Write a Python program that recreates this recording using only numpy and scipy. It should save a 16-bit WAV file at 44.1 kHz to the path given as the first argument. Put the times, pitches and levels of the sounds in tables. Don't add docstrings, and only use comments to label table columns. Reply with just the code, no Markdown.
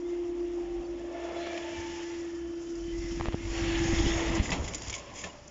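import sys
import numpy as np
from scipy import signal
from scipy.fft import rfft, irfft, next_fast_len
from scipy.io import wavfile

SR = 44100
rng = np.random.default_rng(int(sys.argv[2]) if len(sys.argv) > 2 else 0)


def unload_audio(sound):
    columns = np.transpose(np.atleast_2d(sound))
    steps = np.round(np.clip(columns, -1, 1) * 32767)
    wavfile.write(sys.argv[1], SR, steps.astype(np.int16))


def magnitude_from_level(level_db):
    exponent = np.asarray(level_db, float) / 20
    return 10 ** exponent


N = 242594


def rms_one(x):
    return x / np.sqrt(np.mean(x ** 2) + 1e-20)


def in_time(rows):
    s, *columns = np.transpose(rows)
    t = np.arange(N) / SR
    gate = np.clip(1 + np.minimum(t - s[0], s[-1] - t) / .05, 0, 1)
    return gate, *[np.interp(t, s, c) for c in columns]


def drift(rate_hz):
    r = np.exp(-80 * np.pi * rate_hz / SR)
    steps = rng.standard_normal(N // 40 + 2002)
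    slow = signal.lfilter([1], [1, -2 * r, r * r], steps)[2000:]
    return np.interp(np.arange(N) / 40, np.arange(len(slow)), rms_one(slow))


def resonate(x, modes):
    out = 0
    for k, (hz, width_hz, db) in enumerate(modes):
        r = np.exp(-np.pi * width_hz / SR)
        poles = [1, -2 * r * np.cos(2 * np.pi * hz / SR), r * r]
        out = out + (-1) ** k * magnitude_from_level(db) * signal.lfilter([1 - r * r, 0, r * r - 1], poles, x)
    return out


def coloured(spectrum, patchy_db, flicker_hz, grain_db):
    hz, db = np.transpose(spectrum)
    size = next_fast_len(N)
    log_hz = np.log(np.maximum(np.fft.rfftfreq(size, 1 / SR), 1))
    grains = rng.standard_normal(N) * magnitude_from_level(grain_db * drift(150))
    shaped = rfft(grains, size) * magnitude_from_level(np.interp(log_hz, np.log(hz), db, -120, -120))
    centres = np.linspace(np.log(hz[0]), np.log(hz[-1]), num=5)
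    spacing = centres[1] - centres[0]
    together = drift(flicker_hz)
    out = 0
    for centre in centres:
        window = np.clip(1 - abs(log_hz - centre) / spacing, 0, 1)
        patch = irfft(shaped * window, size)[:N]
        out = out + patch * magnitude_from_level(patchy_db * (0.59 * together + drift(flicker_hz)))
    return rms_one(out)


def tone(hz, wobble_hz, rough_db):
    level = np.sqrt(2) * magnitude_from_level(rough_db * drift(23))
    return level * np.sin(2 * np.pi * np.cumsum(hz + wobble_hz * drift(9.95)) / SR)


def engine(rows, octave_db):
    gate, hz, db = in_time(rows)
    firing = tone(hz, wobble_hz=.7, rough_db=4.0)
    octave = tone(2 * hz, wobble_hz=3.2, rough_db=6.0)
    return gate * magnitude_from_level(db) * (firing + magnitude_from_level(octave_db) * octave)


def jingle(spectrum, per_s, width_hz):
    hz, db = np.transpose(spectrum)
    strengths = magnitude_from_level(2.7 * np.minimum(rng.exponential(1, N), 4))
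    touches = (rng.random(N) < per_s / SR) * strengths
    pitches = np.geomspace(hz[2], hz[-4], num=14) * rng.uniform(.97, 1.03, size=14)
    dealt = rng.integers(0, 14, N)
    out = 0
    for k, pitch in enumerate(pitches):
        mode = (pitch, width_hz, np.interp(pitch, hz, db))
        out = out + resonate(touches * (dealt == k) + 1e-18, [mode])
    return rms_one(out)


# (time [s], level [dB])
TRAFFIC_NEARNESS = [(0.0, -55), (0.64, -53.5), (1.04, -54), (1.33, -42.5), (1.45, -51.5), (1.61, -49),
                    (2.33, -57), (2.74, -55.5), (3.46, -52), (3.58, -46), (4.0, -41.5), (4.3, -37),
                    (4.55, -39), (4.84, -52), (5.33, -52.5), (5.5, -58.5)]
# (frequency [Hz], density [dB per Hz])
TYRE_SPECTRUM = [(210, -11.5), (360, -2), (449, -3.5), (676, -2.5), (735, -6.5), (882, -5), (1540, -16),
                 (1700, -30), (2210, -52.5), (3740, -120)]


def tyre_roar():
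    _, db = in_time(TRAFFIC_NEARNESS)
    return magnitude_from_level(db) * coloured(TYRE_SPECTRUM, patchy_db=1.5, flicker_hz=9.0, grain_db=0.0)


# (start [s], end [s], from [Hz], to
# [Hz], level [dB])
FAINT_LINES = [(0, 0.25, 2076, 2100, -65.5), (0.528, 0.918, 782, 761, -59), (0.825, .882, 4640, 4430, -67),
               (1.084, 1.59, 869, 851, -56.5), (1.195, 1.65, 3430, 3430, -66), (1.206, 1.65, 198, 209, -62),
               (2.24, 2.5, 1765, 1750, -65), (2.25, 2.75, 3070, 3050, -67.5), (4.17, 4.28, 965, 946, -50),
               (4.9, 5.533, 572, 592, -58), (5.288, 5.314, 2950, 2800, -51.5), (0, .11, 3130, 3760, -68),
               (2.88, 3.077, 1960, 2110, -63)]


def faint_lines():
    out, t = 0, np.arange(N) / SR
    for start, end, from_hz, to_hz, db in FAINT_LINES:
        fade_s = min(.4 * (end - start), .06)
        swell = np.clip(np.minimum(t - start, end - t) / fade_s, 0, 1)
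        hz = np.interp(t, [start, end], [from_hz, to_hz])
        out = out + swell * magnitude_from_level(db) * tone(hz, wobble_hz=.004 * from_hz, rough_db=3.2)
    return out


# (time [s], firing rate [Hz], level [dB])
CAR_FIRING = [(2.7, 40.8, -60), (2.84, 46.67, -43), (3.3, 43.45, -44.5), (3.58, 48.82, -37.5),
              (4.03, 51.45, -35), (4.44, 57.56, -39.5), (4.9, 57.9, -48.5), (5.0, 59, -56),
              (5.5, 60, -59.5)]


def car_engine():
    return engine(CAR_FIRING, octave_db=-12)


# (time [s], firing rate [Hz], level [dB])
VAN_FIRING = [(0.0, 50.4, -60.5), (0.4, 50.33, -54), (0.76, 45.4, -50), (1.16, 58.96, -57.5),
              (1.34, 66.84, -50.5), (1.5, 71.35, -59), (2.06, 77.7, -57), (2.59, 56.4, -55),
              (2.7, 52.8, -72)]


def van_engine():
    return engine(VAN_FIRING, octave_db=-20.5)


# (start [s], full [s], held to [s], gone [s], level [dB])
BODY_BOOMS = [
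    (0.99, 1.15, 1.58, 1.78, -41.5),
    (1.56, 1.66, 2.1, 2.16, -50.5),
    (0.93, 1.2, 1.8, 2.93, -55.5),
    (4.76, 4.85, 5.3, 5.35, -55),
]
# (pitch [Hz], width [Hz], level [dB])
BODY_MODES = [
    [(680.6, 20.2, -1), (644, 40.2, -1.5), (583, 190, -6)],
    [(887, 14, 7.5), (860, 21, 2)],
    [(1760, 70, -5), (1723, 76, -5.5), (3425, 61, -11.5)],
    [(1097, 97, -4), (1013, 101, -1.5)],
]


def body_booms():
    _, firing_hz, _ = in_time(VAN_FIRING)
    pulse = 1 + 1.4 * np.sin(2 * np.pi * np.cumsum(firing_hz) / SR)
    knock = rng.standard_normal(N) * pulse
    swing_db = 16
    out = 0
    for (start, full, held, gone, top_db), modes in zip(BODY_BOOMS, BODY_MODES):
        gate, db = in_time([(start, -swing_db), (full, 0), (held, 0), (gone, -swing_db)])
        beats = 0
        for hz, width_hz, mode_db in modes[:2]:
            beats = beats + magnitude_from_level(mode_db) * tone(hz, 0.1976 * width_hz, rough_db=1.5)
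        ringing = resonate(resonate(knock, modes), modes)
        out = out + gate * magnitude_from_level(top_db + db - 4) * (rms_one(beats) + 1.1 * rms_one(ringing))
    return out


# (time [s], pitch [Hz], level [dB])
TURBO_WHISTLE = [(1.42, 2210, -72), (1.5, 2326, -50.5), (1.6, 2346, -58.5), (1.72, 2354, -54.5),
                 (1.92, 2200, -57.5), (2.0, 1805, -65), (2.11, 2034, -59), (2.25, 1894, -59.5),
                 (2.42, 1700, -64)]


def turbo():
    gate, hz, db = in_time(TURBO_WHISTLE)
    return gate * magnitude_from_level(db - 2.5) * tone(hz, wobble_hz=16.0, rough_db=4.0)


# (time [s], level [dB])
GUSTS = [(0.0, -61.5), (0.87, -56.5), (1.2, -59.5), (1.7, -57), (1.8, -51.5), (2.3, -58), (2.65, -55.5),
         (3.1, -48.5), (3.2, -40.5), (3.32, -46), (3.4, -48.5), (3.6, -43), (4.0, -33), (4.19, -40.5),
         (4.43, -36), (4.58, -41.5), (4.95, -52.5), (5.5, -56.5)]
# (frequency [Hz], density [dB per Hz])
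BUFFET_SPECTRUM = [(12, -24.5), (25, 1.5), (45, -10), (90, -4.5), (140, -24.5)]
# (frequency [Hz], density [dB per Hz])
FLUTTER_SPECTRUM = [(41, -28.5), (70, -8), (227, -10), (280, -8.5), (333, -8.5), (359, -21.5), (387, -25.5),
                    (420, -35.5), (550, -47), (920, -120)]


def wind():
    _, gust_db = in_time(GUSTS)
    calm_db, buffet_calm_db, buffet_growth = -54, -60, 1.33
    buffet = coloured(BUFFET_SPECTRUM, patchy_db=1.5, flicker_hz=2.7, grain_db=-6.5)
    flutter = coloured(FLUTTER_SPECTRUM, patchy_db=3.0, flicker_hz=26, grain_db=-1.5)
    return magnitude_from_level(buffet_calm_db + buffet_growth * (gust_db - calm_db)) * buffet + magnitude_from_level(gust_db) * flutter


# (time [s], peak [dB],
# width [ms], push + or pull - [sign])
WIND_POPS = [(3.1988, -23, .3, -1), (3.2025, -28, .25, -1), (3.2052, -24, 3, 1), (3.2085, -27, .3, -1),
             (3.210, -18, .3, -1), (3.211, -15.5, .3, -1), (3.249, -27, .15, -1), (3.2575, -17, .24, -1),
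             (3.2853, -16.5, .5, 1), (3.2865, -25, 3, 1), (3.323, -28, .15, -1), (3.325, -21, .14, -1),
             (3.2575, -29, .07, -1), (3.2853, -25, .05, 1), (3.2255, -33, .2, -1), (3.235, -34, .2, 1),
             (3.2415, -33, .2, -1), (3.1988, -33, .07, -1), (3.337, -27, 3, -1), (3.342, -24, 1, 1),
             (3.3443, -11.5, .9, 1), (3.888, -21, 2.5, -1), (3.935, -18, 1.5, 1), (4.067, -18, 2.5, 1),
             (4.4005, -12, 3, -1), (4.4075, -18, 4, 1), (4.525, -24, 2, -1), (4.597, -30, 4, -1),
             (4.7453, -23, .05, 1), (4.8195, -24, .05, -1), (4.8978, -22, .05, -1), (4.9272, -27, .07, 1)]


def wind_pops():
    rebounds = []
    for s, db, width_ms, push in WIND_POPS:
        if width_ms > .8:
            rebounds.append((s + 2 * width_ms / 1000, db - 6, width_ms * 2.2, -push))
    out = np.zeros(N)
    for s, db, width_ms, push in [*WIND_POPS, *rebounds]:
        at = round(s * SR) + np.arange(-900, 900)
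        late = (at / SR - s) * 2000 / width_ms
        pulse = np.exp(-abs(late * np.where(late > 0, .7, 1)) ** 1.25)
        out[at] += np.sign(push) * magnitude_from_level(db) * pulse
    return out


# (time [s], peak [dB],
# ring [Hz], t60 [s])
GRIP_THUMPS = [(3.203, -26, 90, 0.079), (3.924, -25.5, 225, 0.082), (4.054, -18.5, 272, 0.059),
               (4.41, -25, 92, 0.15), (4.404, -23, 190, 0.072), (4.415, -21.5, 257, 0.04),
               (4.52, -21.5, 178.5, 0.093), (4.593, -24, 72, 0.17), (4.632, -27, 65, 0.12),
               (4.873, -31, 70.5, 0.16), (5.245, -36, 80.5, 0.13), (5.24, -37, 185, 0.17),
               (5.238, -33, 1765, 0.061)]


def grip_thumps():
    out, t = np.zeros(N), np.arange(round(.25 * SR)) / SR
    for s, db, hz, t60 in GRIP_THUMPS:
        at = round(s * SR)
        decay = magnitude_from_level(db - 60 * t / max(t60, .01))
        out[at:at + len(t)] -= decay * np.minimum(t * hz, 1) * np.sin(2 * np.pi * hz * t)
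    return out


# (time [s], level [dB], brightness [dB])
ROD_SHAKE = [(0.0, -60, 2.5), (1.04, -59, 2), (1.45, -47.5, -1), (1.94, -49, 4.5), (2.2, -53.5, 5.5),
             (2.45, -60.5, 6), (2.74, -59, 7.5), (3.16, -51, 6.5), (3.28, -49.5, -1), (3.37, -51, 1),
             (3.46, -50.5, 3.5), (3.6, -40.5, 1.5), (3.72, -39.5, -2), (4.0, -39.5, 5.5),
             (4.4, -39.5, -2.5), (4.62, -49.5, 2), (4.84, -51, 7), (4.98, -52, 2), (5.5, -61, 6)]
# (frequency [Hz], density [dB per Hz])
RUSTLE_SPECTRUM = [(820, -12), (1400, -4), (1710, -0.5), (2120, 0), (2400, -3), (2630, -0.5), (3450, -4.5),
                   (3930, -12.5), (4300, -11.5), (5590, -41), (9460, -120)]
# (frequency [Hz], density [dB per Hz])
HISS_SPECTRUM = [(2350, -41.5), (4000, -20.5), (4880, -7), (5360, -5.5), (6290, -9), (7090, 3.5),
                 (7420, 7.5), (7700, -8.5), (7900, -23), (10300, -65.5), (17400, -120)]


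def rod_rustle():
    _, rustle_db, bright_db = in_time(ROD_SHAKE)
    rustle = coloured(RUSTLE_SPECTRUM, patchy_db=1.0, flicker_hz=7.5, grain_db=1.0)
    rustle = rustle + 0.28 * jingle(RUSTLE_SPECTRUM, per_s=350, width_hz=92)
    hiss = coloured(HISS_SPECTRUM, patchy_db=1.5, flicker_hz=22, grain_db=1.0)
    hiss = hiss + 0.36 * jingle(HISS_SPECTRUM, per_s=430, width_hz=31)
    return magnitude_from_level(rustle_db) * rustle + magnitude_from_level(rustle_db + bright_db) * hiss


# (start [s], end [s], pitch [Hz], width [Hz], level [dB])
ROD_BUNCHES = [(3.4, 4.36, 7300, 450, -45), (3.9, 4.18, 7000, 400, -49), (3.6, 3.92, 2900, 300, -52.5),
               (3.94, 4.17, 3430, 400, -45), (3.85, 4.5, 2005, 330, -45.5), (3.68, 3.9, 1700, 180, -48.5),
               (1.25, 1.55, 1300, 200, -59), (1.346, 1.5, 4100, 600, -57), (3.7, 4.15, 810, 120, -48.5),
               (1.33, 1.6, 2250, 250, -58.5), (1.11, 1.42, 2120, 190, -58), (1.11, 1.5, 1390, 170, -60.5),
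               (1.15, 1.8, 2600, 310, -64), (0.75, 1.21, 284, 40, -52), (3.5, 5, 6900, 290, -51),
               (1.45, 1.66, 1730, 120, -53.5), (3.8, 4.3, 6600, 220, -45), (3.91, 4.19, 5400, 400, -48.5),
               (2.77, 2.96, 3060, 90, -59), (1.58, 2.05, 2970, 440, -56.5), (2.95, 3.2, 5500, 720, -58.5),
               (2.9, 3.15, 2020, 170, -60), (3.53, 3.64, 5660, 600, -49), (4.42, 4.5, 7000, 400, -46.5),
               (0.78, 1.6, 544, 150, -53.5), (4.03, 4.09, 403, 80, -39), (3.5, 3.78, 4440, 700, -54.5),
               (3.5, 3.75, 745, 140, -51), (2.2, 2.9, 1410, 310, -64.5), (1.6, 1.76, 640, 90, -49),
               (3.36, 3.5, 2130, 270, -54.5)]


def rod_chatter():
    out = np.zeros(N)
    for start, end, hz, width_hz, db in ROD_BUNCHES:
        at = np.arange(round(start * SR), round(end * SR))
        grains = (rng.standard_normal(N) * magnitude_from_level(2.1 * drift(60)))[at]
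        swell = np.clip(np.minimum(at / SR - start, end - at / SR) / 0.043, 0, 1)
        mode = [(hz, width_hz, 0)]
        out[at] += swell * magnitude_from_level(db) * rms_one(resonate(resonate(grains, mode), mode))
    return out


# (time [s], peak [dB], ring [Hz], t60 [s])
ROD_PINGS = [(1.465, -42, 2250, .04), (1.564, -39, 3240, .03), (1.5756, -34.5, 2472, .03),
             (1.632, -39, 2520, .03), (1.676, -43, 1800, .03), (2.669, -51.5, 3080, 0.091),
             (3.02, -47, 4480, .06), (3.11, -45.5, 3080, 0.091), (3.5513, -35, 2089, .03),
             (3.5773, -30, 2840, 0.028), (3.755, -28, 3080, 0.028), (3.931, -33, 2084, .06),
             (3.9863, -30.5, 3300, 0.045), (4.0597, -26, 2900, 0.032), (4.0777, -28.5, 3080, .03),
             (4.119, -31, 2900, .03), (4.134, -28, 2800, .03), (4.2063, -30, 2300, .03),
             (4.2786, -34, 2100, 0.034), (4.456, -25, 2070, 0.034), (4.492, -26, 1938, 0.034),
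             (4.5036, -28.5, 4900, .04), (4.5181, -26.5, 2120, .05), (4.5173, -33, 3410, 0.043),
             (4.5224, -23.5, 2030, 0.051), (4.677, -33.5, 2000, 0.047), (4.927, -30.5, 2270, .03),
             (4.9397, -28, 2210, 0.025), (4.9504, -31, 7160, .04), (4.8196, -30, 5700, 0.0091),
             (3.2105, -34, 2300, 0.012), (4.8974, -27, 5900, 0.012), (4.7482, -35, 7100, .05),
             (4.899, -31, 6700, 0.045)]
# (pitch ratio [1], level [dB])
PING_MODES = [(1, 1.5), (1.13, -8.5), (0.8, -8), (1.26, -9)]


def rod_pings():
    out, t = np.zeros(N), np.arange(round(.1 * SR)) / SR
    for s, db, hz, t60 in ROD_PINGS:
        ring = 0
        for ratio, mode_db in PING_MODES:
            phase = rng.uniform(0, 2 * np.pi)
            ring = ring + magnitude_from_level(mode_db) * np.sin(2 * np.pi * hz * ratio * t + phase)
        at = round(s * SR)
        decay = magnitude_from_level(db - 3.5 - 60 * t / max(t60, .01))
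        out[at:at + len(t)] += decay * np.minimum(t * hz / 2, 1) * ring
    return signal.sosfilt(signal.butter(2, 900, "high", fs=SR, output="sos"), out)


# (time [s], peak [dB], weight as body re peak [dB], t60 [s])
ROD_TOUCHES = [(1.465, -36, 5.5, 0.057), (1.5294, -32, 1, 0.03), (1.5746, -28.5, -0.5, 0.039),
               (3.262, -41, 6.5, 0.089), (3.327, -39, 5.5, 0.064), (3.4516, -36, -5, 0.058),
               (3.7544, -34, -20, 0.068), (4.348, -19, -31, 0.11), (4.42, -21.5, -10.5, 0.36),
               (4.443, -29, -1, 0.095), (4.5157, -19, 0.5, 0.089), (4.526, -33, 5, 0.19),
               (4.639, -27, -6, 0.12), (4.675, -23, -8.5, 0.077), (4.7455, -21, -9.5, 0.074),
               (4.779, -27, -17, 0.046), (4.869, -28, -7, 0.12), (4.894, -30, -4, 0.12),
               (4.946, -22, -11, 0.095), (4.978, -29.5, -8, 0.086), (5.144, -29.5, -8.5, 0.58),
               (5.1795, -31.5, -12, 0.25), (5.2378, -25.5, -1.5, 0.069), (5.25, -61, 14, 0.14),
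               (5.2644, -66, 16, 0.1)]
# (time [s], peak [dB], body re peak [dB])
ROD_TICKS = [(2.7535, -32, -23), (4.5033, -20, -7), (4.7355, -23, -6), (4.745, -18, -20),
             (4.8188, -19.5, -20), (4.833, -31, -13), (4.881, -26, -21), (4.9, -22, -26),
             (4.927, -18.5, -9), (4.9389, -17.5, -6.5), (4.9625, -28, -7), (4.9944, -35, -14),
             (4.9501, -24.5, -12), (4.6845, -29, -8), (5.138, -33, -12), (5.478, -30, -29)]
# (pitch [Hz], width [Hz], level [dB])
HIGH_MODES = [(4810, 260, -11), (5160, 460, -8), (6020, 1300, -11.5), (7115, 303, 7.5), (7600, 550, -1)]
# (pitch [Hz], width [Hz], level [dB])
MIDDLE_MODES = [(1805, 330, -5.5), (2200, 180, 9), (2620, 220, 4.5), (3270, 360, 6)]
# (pitch [Hz], width [Hz], level [dB])
THUD_MODES = [(368, 120, -9), (518, 96, -5.5), (653, 70, -2), (1020, 720, -14)]


def rod_clatter():
    touches = []
    for s, db, weight_db, t60 in ROD_TOUCHES:
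        touches.append((s, db, weight_db, 1.89 * weight_db, t60, 31 * t60))
    for s, db, body_db in ROD_TICKS:
        touches.append((s, db, body_db, -34, 0.024, 0.25))
    sprays, t = np.zeros((3, N)), np.arange(round(.2 * SR)) / SR
    for s, db, body_db, thud_db, t60, rise_ms in touches:
        at = round(s * SR)
        rise = np.minimum(t * 1000 / max(rise_ms, .2), 1)
        shape = (magnitude_from_level(db - 60 * t / max(t60, .01)) * rise)[:N - at]
        shares_db = np.array([[-5.0], [body_db - 8.5], [thud_db - 9.0]])
        sprays[:, at:at + len(shape)] += shape * magnitude_from_level(shares_db)
    grit = rng.choice([-1, 1], N) * magnitude_from_level(1.5 * drift(300))
    rings = []
    for spray, modes in zip(sprays, (HIGH_MODES, MIDDLE_MODES, THUD_MODES)):
        rings.append(resonate(spray * grit + 1e-18, modes) / resonate(grit, modes).std())
    high, middle, thud = rings
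    thin = signal.butter(4, 1650, "high", fs=SR, output="sos")
    return signal.sosfilt(thin, high + middle) + thud


# (time [s], level [dB])
PUMP_LEVEL = [(0.0, -36.5), (0.1, -33), (0.5, -33.5), (1.1, -39.5), (1.5, -39), (1.85, -40), (2.12, -37),
              (2.58, -37), (2.63, -39.5), (2.72, -36.5), (3.3, -37), (3.4, -42), (3.69, -31.5), (3.9, -32),
              (4.2, -33.5), (4.38, -34), (4.47, -49.5), (4.53, -54)]
# (time [s], pitch [Hz])
PUMP_PITCH = [(0, 348.8), (.55, 347), (1, 344.8), (2, 340.8), (2.6, 339), (3.3, 337.8), (3.6, 335.6),
              (4.52, 332)]
# (multiple of the pitch [1], level re whine [dB])
CASING_OVERTONES = [(2, -30.5), (3, -47)]
# (offset [Hz], level re whine [dB])
SHAFT_SIDEBANDS = [(-70.5, -25.5), (-31, -19), (37, -46.5)]
# (start [s], end [s], a crest [s], period [s], depth [dB])
FAR_PUMP_BEATS = [
    (0.28, 1.6, 0.435, 0.16, 2.0),
    (3.74, 4.16, 3.91, 0.088, 4),
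]


def pump():
    gate, db = in_time(PUMP_LEVEL)
    _, hz = in_time(PUMP_PITCH)
    t = np.arange(N) / SR
    for start, end, crest, period, depth_db in FAR_PUMP_BEATS:
        swell = np.clip(np.minimum(t - start, end - t) * 10, 0, 1)
        db = db + depth_db * swell * np.cos(2 * np.pi * (t - crest) / period)
    out = tone(hz, wobble_hz=.45, rough_db=.8)
    for multiple, down_db in CASING_OVERTONES:
        out = out + magnitude_from_level(down_db) * tone(hz * multiple, wobble_hz=6.1, rough_db=4.5)
    for offset_hz, down_db in SHAFT_SIDEBANDS:
        load_db = .5 * (hz - 342.5)
        out = out + magnitude_from_level(down_db + load_db) * tone(hz + offset_hz, wobble_hz=4.0, rough_db=3.5)
    return gate * magnitude_from_level(db) * out


def scene():
    traffic = tyre_roar() + faint_lines() + car_engine() + van_engine() + body_booms() + turbo()
    handling = wind() + wind_pops() + grip_thumps()
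    rods = rod_rustle() + rod_chatter() + rod_pings() + rod_clatter()
    return (traffic + handling + rods + pump())[None]


# (centre [Hz], width [Hz], level [dB])
HOUSING_DIPS = [(1525, 150, -5), (4900, 400, -1.5), (6690, 360, -3.5)]


def microphone(x):
    for hz, width_hz, db in HOUSING_DIPS:
        x = x - (1 - magnitude_from_level(min(db, 0))) / 2 * resonate(x, [(hz, width_hz, 0)])
    return x


def duck(x):
    threshold_db, ratio, release_db_per_s, attack_s = -15, 1.3, 32, 0.0074
    ramp = release_db_per_s * np.arange(N) / SR
    over = ratio * np.maximum(20 * np.log10(abs(x) + 1e-9) - threshold_db, 0)
    held = np.maximum.accumulate(over + ramp, axis=-1) - ramp
    r = np.exp(-1 / (attack_s * SR))
    return x * magnitude_from_level(-signal.lfilter([1 - r], [1, -r], held))


def roll_off(x):
    return signal.sosfilt(signal.butter(12, 8410, fs=SR, output="sos"), x)


def record(dry):
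    rounded = .45 * np.tanh(duck(microphone(dry)) / .45)
    cutoff_hz = 7850
    steep = signal.cheby2(12, 70, cutoff_hz * 1.051, fs=SR, output="sos")
    return roll_off(signal.sosfilt(steep, rounded))


dry = scene()
out = record(dry)
unload_audio(out)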